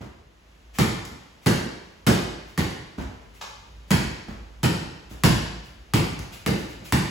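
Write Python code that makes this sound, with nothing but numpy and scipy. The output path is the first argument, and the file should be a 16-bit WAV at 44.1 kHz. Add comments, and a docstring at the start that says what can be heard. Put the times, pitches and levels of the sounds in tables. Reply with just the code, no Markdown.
"""Dribbling a ball in a closed garage

A child dribbles an inflated ball on concrete, walks away towards the door, pauses to smack the held ball, comes back.
Each bounce mixes shaped noise bursts (slap), delayed pulses (thump, knock) and fading sine waves (ping, twang).
Harder bounces are brighter and nearer ones crisper; noise shaped to fade makes the bare room ring, and the door booms.
Pats, a smack, ticks and scuffs come in between, over a faint hiss and a low drone. A phone picks it all up."""
import sys
import numpy as np
from scipy import signal
from scipy.fft import rfft, irfft, next_fast_len
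from scipy.io import wavfile
from scipy.ndimage import uniform_filter1d

SR = 44100
rng = np.random.default_rng(int(sys.argv[2]) if len(sys.argv) > 2 else 0)


def dump_mix(stems):
    """Bounce the given channels to the path in sys.argv[1] as a 16-bit WAV at rate SR."""
    frames = np.atleast_2d(stems).T  # one column per channel
    limited = np.clip(frames, -1, 1)  # hard clip at full scale
    pcm = np.round(limited * 32767).astype(np.int16)
    wavfile.write(sys.argv[1], SR, pcm)


N = 313191  # length of the scene in samples
T = np.arange(int(1.3 * SR)) / SR  # clock of one single sound, in seconds

USUAL_DB = 10  # strength of an ordinary bounce
SIZZLE_DB, BRIGHTENING = -6.5, 0.22  # over the slap at usual strength; dB gained per dB of strength above it
# The ball hits the floor. Each row: start in seconds, thump pitch in Hz, strength in dB, hollowness in dB.
BOUNCES = [(0.7857, 161, 11, 0), (1.4605, 182, 11.5, 1), (2.0659, 182, 13, 1), (2.5766, 150, 7, 0),
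           (3.9058, 167.5, 11.5, -3.5), (4.631, 158, 10.2, -0.5), (5.236, 152.7, 14.5, -3),
           (5.9365, 142, 10.5, 2), (6.462, 163.7, 7, 4), (6.9233, 147.5, 10.5, -1)]


def bounces():
    """One strength drives every layer of a bounce; the treble grows faster than the rest."""
    out = np.zeros((2, N))
    for s, pitch, db, hollow_db in BOUNCES:
        direct_db = directness(s)
        bright_db = SIZZLE_DB + BRIGHTENING * (db - USUAL_DB)
        bounce = squash(pitch, hollow_db) + slap(direct_db) + amp(bright_db) * sizzle(direct_db)
        add(out, s, amp(db) * bounce)
    return out


# The skin meets the concrete. Each row: frequency in Hz, level in dB per Hz.
SLAP = [(100, -21), (400, -5.5), (650, -2.5), (900, 0.5), (1300, -2), (2100, -2), (3000, -6), (4500, -12),
        (9000, -44)]
# Air ringing inside the ball. Each row: frequency in Hz, strength in dB, time to fade by 60 dB in seconds.
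CAVITY = [(877, 6, 0.066), (995, 4, 0.086), (1138, 0, 0.067), (1395, -3, 0.1), (2025, -16, 0.045),
          (3017, 5.5, 0.068), (4280, -10, 0.15), (4479, -5, 0.11)]
# The taut skin's brief twang, before its detuning. Each row: frequency in Hz, strength in dB,
# time to fade by 60 dB in seconds.
TWANG = [(1177, 2, 0.036), (1953, 2, 0.02), (2830, -6, 0.022)]
# Each spot of the skin twangs a little differently: spread of the pitch (natural log), of the strengths (dB).
TWANG_DETUNE, TWANG_SCATTER_DB = 0.07, 3.5


def slap(direct_db):
    """The skin meets the concrete and twangs; the air inside pings."""
    crack = contact(SLAP, life=0.00094, direct_db=direct_db - 1.5, build=0.0051)
    stretch = np.exp(TWANG_DETUNE * rng.normal())
    modes = [(stretch * hz, db, t60) for hz, db, t60 in TWANG]
    twang = amp(direct_db - 3.0) * ringing(modes, attack=0.00046, scatter_db=TWANG_SCATTER_DB)
    ping = garage(ringing(CAVITY, attack=0.0008, scatter_db=3.5))
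    return crack + twang + amp(-14.5) * ping


# The push of air as the ball is squashed. Each row: multiple of the thump pitch, level in dB per Hz.
THUMP = [(.2, -33.5), (.42, -6.5), (.6, -5.5), (.74, -1), (1.17, 0), (1.5, -6), (2.2, -31.5), (5, -57.5)]
# The hollow knock of the ball's wall. Each row: multiple of the thump pitch, level in dB per Hz.
KNOCK = [(.55, -22.5), (1.4, -4.5), (1.95, 2), (2.5, -4.5), (3.2, -7.5), (5.5, -26), (18, -64)]
# Standing waves of the garage, excited by every bounce. Each row: frequency in Hz, strength in dB,
# time to fade by 60 dB in seconds.
STANDING = [(81.3, -2.5, 0.5), (119.2, 4, 0.44), (190.2, -3.5, 0.72), (302.5, -8, 0.81), (343, -5.5, 0.87)]
THUMP_DB, KNOCK_DB = 5, -0.64  # over the slap, at zero hollowness
THUMP_YIELD = 0.095  # dB of thump lost per dB of hollowness
THUMP_LAG_S, KNOCK_LAG_S = 0.0029, 0.00395  # the ball takes a moment to squash


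def squash(pitch, hollow_db):
    """The squashed ball thumps, its wall knocks, and the room and the door panel boom."""
    push = late(pulse([(ratio * pitch, db) for ratio, db in THUMP]), THUMP_LAG_S)
    thump = amp(-8.5) * push + garage(push, build=0.0092, early_db=-3.5, width_hz=106)
    boom = amp(-16.5) * door() + amp(-10.5) * ringing(STANDING, attack=0.015, scatter_db=0.0)
    wall = late(pulse([(ratio * pitch, db) for ratio, db in KNOCK]), KNOCK_LAG_S)
    knock = amp(-15.5) * wall + garage(wall, early_db=-8, width_hz=320)
    low_gain = amp(THUMP_DB - THUMP_YIELD * hollow_db)
    return low_gain * (thump + boom) + amp(KNOCK_DB + hollow_db) * knock


# Treble of the contact. Each row: frequency in Hz, level in dB per Hz.
SIZZLE = [(1000, -35.5), (3000, -13), (4600, 2), (6500, -5), (8500, -1), (11500, -7.5), (15500, -11.5)]
# Its very top. Each row: frequency in Hz, level in dB per Hz.
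CLICK = [(1500, -34), (5000, -15), (9000, 9), (12000, 0), (16000, 3.5)]


def sizzle(direct_db):
    """The treble of the contact; its very top reaches the phone mostly by the straight path."""
    click = amp(direct_db + 1.5) * burst(CLICK, life=0.00052)
    return contact(SIZZLE, life=0.0009, direct_db=direct_db, build=0.0021) + click


# The child's way through the garage. Each row: time in seconds, distance from the phone in metres.
PATH = [(0, 2.8), (0.8, 3.9), (2.6, 4.25), (4.7, 5.2), (5.9, 3.6), (6.9, 2.7)]
DIRECT_AT_1M_DB = 0  # straight path over the room's answer
HIDDEN_S, SHADOW_DB = (1.2, 2.3), -5.5  # while walking away, the child's legs screen the ball


def directness(s):
    """Straight path over the room in dB: it falls with distance and when the ball is screened."""
    hidden = HIDDEN_S[0] < s < HIDDEN_S[1]
    return DIRECT_AT_1M_DB - 20 * np.log10(at(PATH, s)) + SHADOW_DB * hidden


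# Soft pats of palms and heels. Each row: start in seconds, thud level in dB.
PATS = [(0.006, -2.5), (1.109, -8), (2.978, 5), (4.28, -1), (5.108, -7), (6.188, -2.5), (6.799, -10.5)]
# Colour of the thud. Each row: frequency in Hz, level in dB per Hz.
THUD = [(30, -10), (70, 2), (130, -3.5), (215, 0), (340, -9.5), (600, -21.5), (2000, -65)]
# Colour of the skin noise. Each row: frequency in Hz, level in dB per Hz.
SKIN = [(200, -1.5), (500, -1), (1100, -2.5), (2200, -9.5), (5000, -20), (15000, -34)]
SKIN_DB = -6.5  # skin noise over the thud
DOOR_M = 5.1  # distance of the big door from the phone, in metres
PAT_BOOM_DB, BOOM_LOSS_DB_PER_M = 0, 11  # door boom over the thud for a pat at the door; loss away from it


def pats():
    """Each pat is a soft thud with skin noise; the nearer to the door, the more the panel booms."""
    out = np.zeros((2, N))
    for s, db in PATS:
        thud = contact(THUD, life=0.0037, direct_db=-10.5, build=0.005)
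        skin = contact(SKIN, life=0.0051, direct_db=-17.5, build=0.012)
        boom_db = PAT_BOOM_DB - BOOM_LOSS_DB_PER_M * (DOOR_M - at(PATH, s))
        add(out, s, amp(db) * (thud + amp(SKIN_DB) * skin + amp(boom_db) * door()))
    return out


def door():
    """The low boom of the big door panel after a blow: one slowly fading tone."""
    return ringing([(54.57, 0, 1.14)], attack=0.008, scatter_db=1)


# A palm smacks the held ball. Each row: start in seconds, level in dB.
SMACKS = [(3.4124, -1.5)]
# Colour of the smack. Each row: frequency in Hz, level in dB per Hz.
PALM = [(150, -19), (450, -5), (850, 6), (1200, 4), (1800, -3.5), (3200, -1.5), (6500, -9), (10000, -18.5),
        (15000, -27)]
FINGERS_LEAD_S, FINGERS_DB = 0.00235, -9  # the fingers land just before the palm; level over the palm


def smacks():
    """A palm smacks the held ball: a short contact, with a weaker copy just ahead for the fingers."""
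    out = np.zeros((2, N))
    for s, db in SMACKS:
        smack = amp(db) * contact(PALM, life=0.0016, direct_db=-10, build=0.0054)
        add(out, s - FINGERS_LEAD_S, amp(FINGERS_DB) * smack)
        add(out, s, smack)
    return out


# Small dry ticks. Each row: start in seconds, level in dB.
TICKS = [(1.0516, -14), (6.1914, -13.5)]
# Colour of a tick. Each row: frequency in Hz, level in dB per Hz.
TICK = [(1000, -6), (5000, 3), (12000, -3), (16000, -11)]


def ticks():
    """Very short contacts, mostly treble."""
    out = np.zeros((2, N))
    for s, db in TICKS:
        add(out, s, amp(db) * contact(TICK, life=0.00045, direct_db=-4.5, build=.004))
    return out


# Skin brushing over ball and floor. Each row: start in seconds, level in dB.
SCUFFS = [(0.732, -9.5), (1.411, -19), (2.46, -20.5), (3.33, -19.5), (3.871, -20), (5.089, -14),
          (5.63, -20), (6.31, -8.5), (6.565, -11.5), (6.674, -15), (6.835, -8)]
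# Colour of the brushing. Each row: frequency in Hz, level in dB per Hz.
BRUSH = [(200, 1), (1000, -3.5), (2500, 3), (5500, -6.5), (9000, -8), (15000, -11.5)]
SCUFF_S = 0.04  # length of one stroke


def scuffs():
    """Rubbing makes noise that swells and fades over one stroke, heard mostly through the room."""
    out = np.zeros((2, N))
    for s, db in SCUFFS:
        swell = np.sin(np.pi * np.clip(T / SCUFF_S, 0, 1))
        stroke = swell * rng.standard_normal(len(T))
        brush = amp(db) * blow(coloured(stroke, BRUSH))
        add(out, s, amp(-12.5) * brush + garage(brush))
    return out


def contact(spectrum, life, direct_db, build, ripple=0.35):
    """Its crackle arrives directly; the room gathers it from all directions, which smooths its colour."""
    crackle = burst(spectrum, life)
    return amp(direct_db) * crackle + garage(blow(pulse(spectrum) + ripple * crackle), build)


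def burst(spectrum, life):
    """A brief, spiky crackle that swells and dies."""
    crackle = rng.laplace(size=len(T)) * T / life * np.exp(-T / life)
    return blow(coloured(evened(crackle, width_hz=620), spectrum))


def pulse(spectrum):
    """One clean push of the given colour."""
    return blow(coloured(signal.unit_impulse(len(T)), spectrum))


def ringing(modes, attack, scatter_db):
    """Fading sine tones, their strengths scattered at random by scatter_db."""
    ring = np.zeros(len(T))
    for hz, db, t60 in modes:
        fade = amp(db + scatter_db * rng.normal() - 60 * T / t60)
        ring += fade * np.sin(2 * np.pi * hz * T)
    return blow(ring * (1 - np.exp(-(T / attack) ** 2)))


# How long the garage rings. Each row: frequency in Hz, time to fade by 60 dB in seconds.
RING = [(60, 0.82), (150, 0.33), (300, 0.75), (600, 0.87), (2500, 0.9), (5000, 0.9), (8000, 0.68),
        (11000, 0.56), (16000, 0.35)]


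def garage(x, build=0.0048, early_db=-7, width_hz=900):
    """The room's answer: early wall reflections and a dense fading tail, drawn anew for each sound."""
    hz, t, z = signal.stft(diffuse(len(T)), SR, nperseg=256)
    fade = amp(-60 * t / along(RING, hz)[:, None])  # each pitch fades at its own pace
    tail = signal.istft(z * fade, SR, nperseg=256)[1][:, :len(T)]
    tail = blow(tail * (1 - np.exp(-T / build)))
    answer = tail * np.sqrt(2) + amp(early_db) * walls(spread=.045)
    answer = evened(answer, width_hz)
    return signal.fftconvolve(x[None], answer, axes=1)[:, :len(T)]


def walls(spread, count=14):
    """Single early reflections, each reaching the two ports at slightly different moments."""
    taps = np.zeros((2, len(T)))
    when = .004 + spread * rng.random(count) ** 1.3  # seconds
    skew = rng.uniform(-0.00044, .0004, count)  # seconds between the ports
    strength = rng.normal(size=count) * np.exp(-when / 0.024)
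    for port, side in enumerate((-.5, .5)):
        taps[port, np.round((when + side * skew) * SR).astype(int)] = strength
    return taps / np.linalg.norm(strength)


# How alike the two ports hear sound from all sides. Each row: frequency in Hz, likeness from 0 to 1.
ALIKE = [(60, 0.96), (170, 0.95), (330, 0.49), (550, 0), (1500, 0), (5000, 0.22)]


def diffuse(n):
    """Noise from all sides: alike at both ports in the bass, much less alike higher up."""
    def shares(hz):
        turn = np.arccos(np.clip(along(ALIKE, hz), -1, 1)) / 2
        return np.array([np.cos(turn), np.sin(turn)])
    mid, side = filtered(rng.standard_normal((2, n)), shares)
    return np.array([mid + side, mid - side])


# Colour of the still room. Each row: frequency in Hz, level in dB per Hz.
AIR = [(20, -25), (45, -13), (108, -10.5), (394, -9.5), (1330, -15), (2840, -17), (7700, -30.5),
       (11000, -33), (16000, -40)]
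# Level of the room's faint hiss. Each row: time in seconds, level in dB.
AIR_LEVEL = [(0.3, -61), (0.5, -58), (1.3, -56)]
# Colour of the low drone. Each row: frequency in Hz, level in dB per Hz.
DRONE = [(20, -19), (32, -13), (45, -7), (55, 5), (64, -13), (85, -11.5), (130, -18.5), (220, -20.5),
         (500, -48), (2000, -90)]
# Level of the low drone. Each row: time in seconds, level in dB.
DRONE_LEVEL = [(0.3, -54), (1.2, -54.5), (4.5, -46.5)]


def room_tone():
    """Faint air noise and a low drone at the door's resonance that grows as play gets under way."""
    now = np.arange(N) / SR
    air = unit(filtered(diffuse(N), lambda hz: amp(along(AIR, hz))))
    drone = unit(filtered(diffuse(N), lambda hz: amp(along(DRONE, hz))))
    return amp(at(AIR_LEVEL, now)) * air + amp(at(DRONE_LEVEL, now)) * drone


def amp(db):
    """Decibels to gain."""
    return 10 ** (np.asarray(db) / 20)


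def unit(x):
    """Scaled to rms 1."""
    return x / np.sqrt(np.mean(x ** 2) + 1e-20)


def blow(x):
    """Scaled to energy 1."""
    return x / np.linalg.norm(x)


def at(curve, s):
    """The value of a (seconds, value) curve at time s."""
    return np.interp(s, *np.transpose(curve))


def along(points, hz):
    """The value of a (Hz, value) curve, read on a log frequency axis."""
    f, v = np.transpose(points)
    return np.interp(np.log(hz + 1), np.log(f + 1), v)


def late(x, seconds):
    """x delayed."""
    return np.interp(T - seconds, T, x, left=0)


def add(track, s, sound):
    """Mix a sound in at time s."""
    start = max(round(s * SR), 0)
    track[:, start:start + sound.shape[-1]] += sound[..., :N - start]


def filtered(x, response):
    """x times a response of frequency."""
    n = x.shape[-1]
    m = next_fast_len(n + 8192)
    return irfft(rfft(x, m) * response(np.fft.rfftfreq(m, 1 / SR)), m)[..., :n]


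def coloured(x, spectrum, size=4096):
    """x through a filter with the given spectrum that never sounds ahead of its input."""
    cepstrum = irfft(np.log(amp(along(spectrum, np.fft.rfftfreq(size, 1 / SR)))))
    # Folding the cepstrum's second half onto its first makes the filter minimum-phase.
    cepstrum[1:size // 2] *= 2
    cepstrum[size // 2 + 1:] = 0
    return signal.fftconvolve(x, irfft(np.exp(rfft(cepstrum))))[:len(x)]


def evened(x, width_hz):
    """x with its broad spectral humps levelled and its fine ripple kept."""
    m = next_fast_len(x.shape[-1] + 8192)
    z = rfft(x, m)
    power = np.mean(abs(np.atleast_2d(z)) ** 2, axis=0)
    smooth = uniform_filter1d(power, max(int(width_hz * m / SR), 1))
    return irfft(z / np.sqrt(abs(smooth) + 1e-12), m)[..., :x.shape[-1]]


def scene():
    """Everything in the garage."""
    return bounces() + pats() + smacks() + ticks() + scuffs() + room_tone()


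# Phase between the channels, before it is bent. Each row: frequency in Hz, angle in radians by which left leads.
TWIST = [(6300, -.8), (7000, 0), (9100, 3.14), (11200, 6.28), (13250, 9.42), (15300, 12.57)]


def twist(hz):
    """Left and right turn apart in phase, lingering in step and in opposition."""
    angle = along(TWIST, hz)
    angle = angle - .36 * np.sin(2 * angle)
    return np.exp(np.array([[.5j], [-.5j]]) * angle)


# Balance of the two channels. Each row: frequency in Hz, left over right in dB.
LEAN = [(60, 0.5), (250, -3), (600, 1.5), (1500, -2), (3500, 2), (5300, 3), (7000, 0.5)]
TOP_HZ = 15900  # upper end of the phone's band


def record(dry):
    """The phone feeds both channels' treble from one port, turned in phase, and cuts both ends of the band."""
    def shared(hz):
        return 1 / (1 + (6300 / (hz + 1)) ** 24)  # share of the power taken from the one port
    own = filtered(dry, lambda hz: np.sqrt(1 - shared(hz)))
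    common = filtered(dry[0], lambda hz: np.sqrt(shared(hz)) * twist(hz))
    pair = filtered(own + common, lambda hz: amp(np.array([[.5], [-.5]]) * along(LEAN, hz)))
    pair = signal.sosfilt(signal.butter(4, 45, "highpass", fs=SR, output="sos"), pair)
    return filtered(pair, lambda hz: 1 / np.sqrt(1 + (hz / TOP_HZ) ** 160))


dry = scene()
out = record(dry)
dump_mix(out)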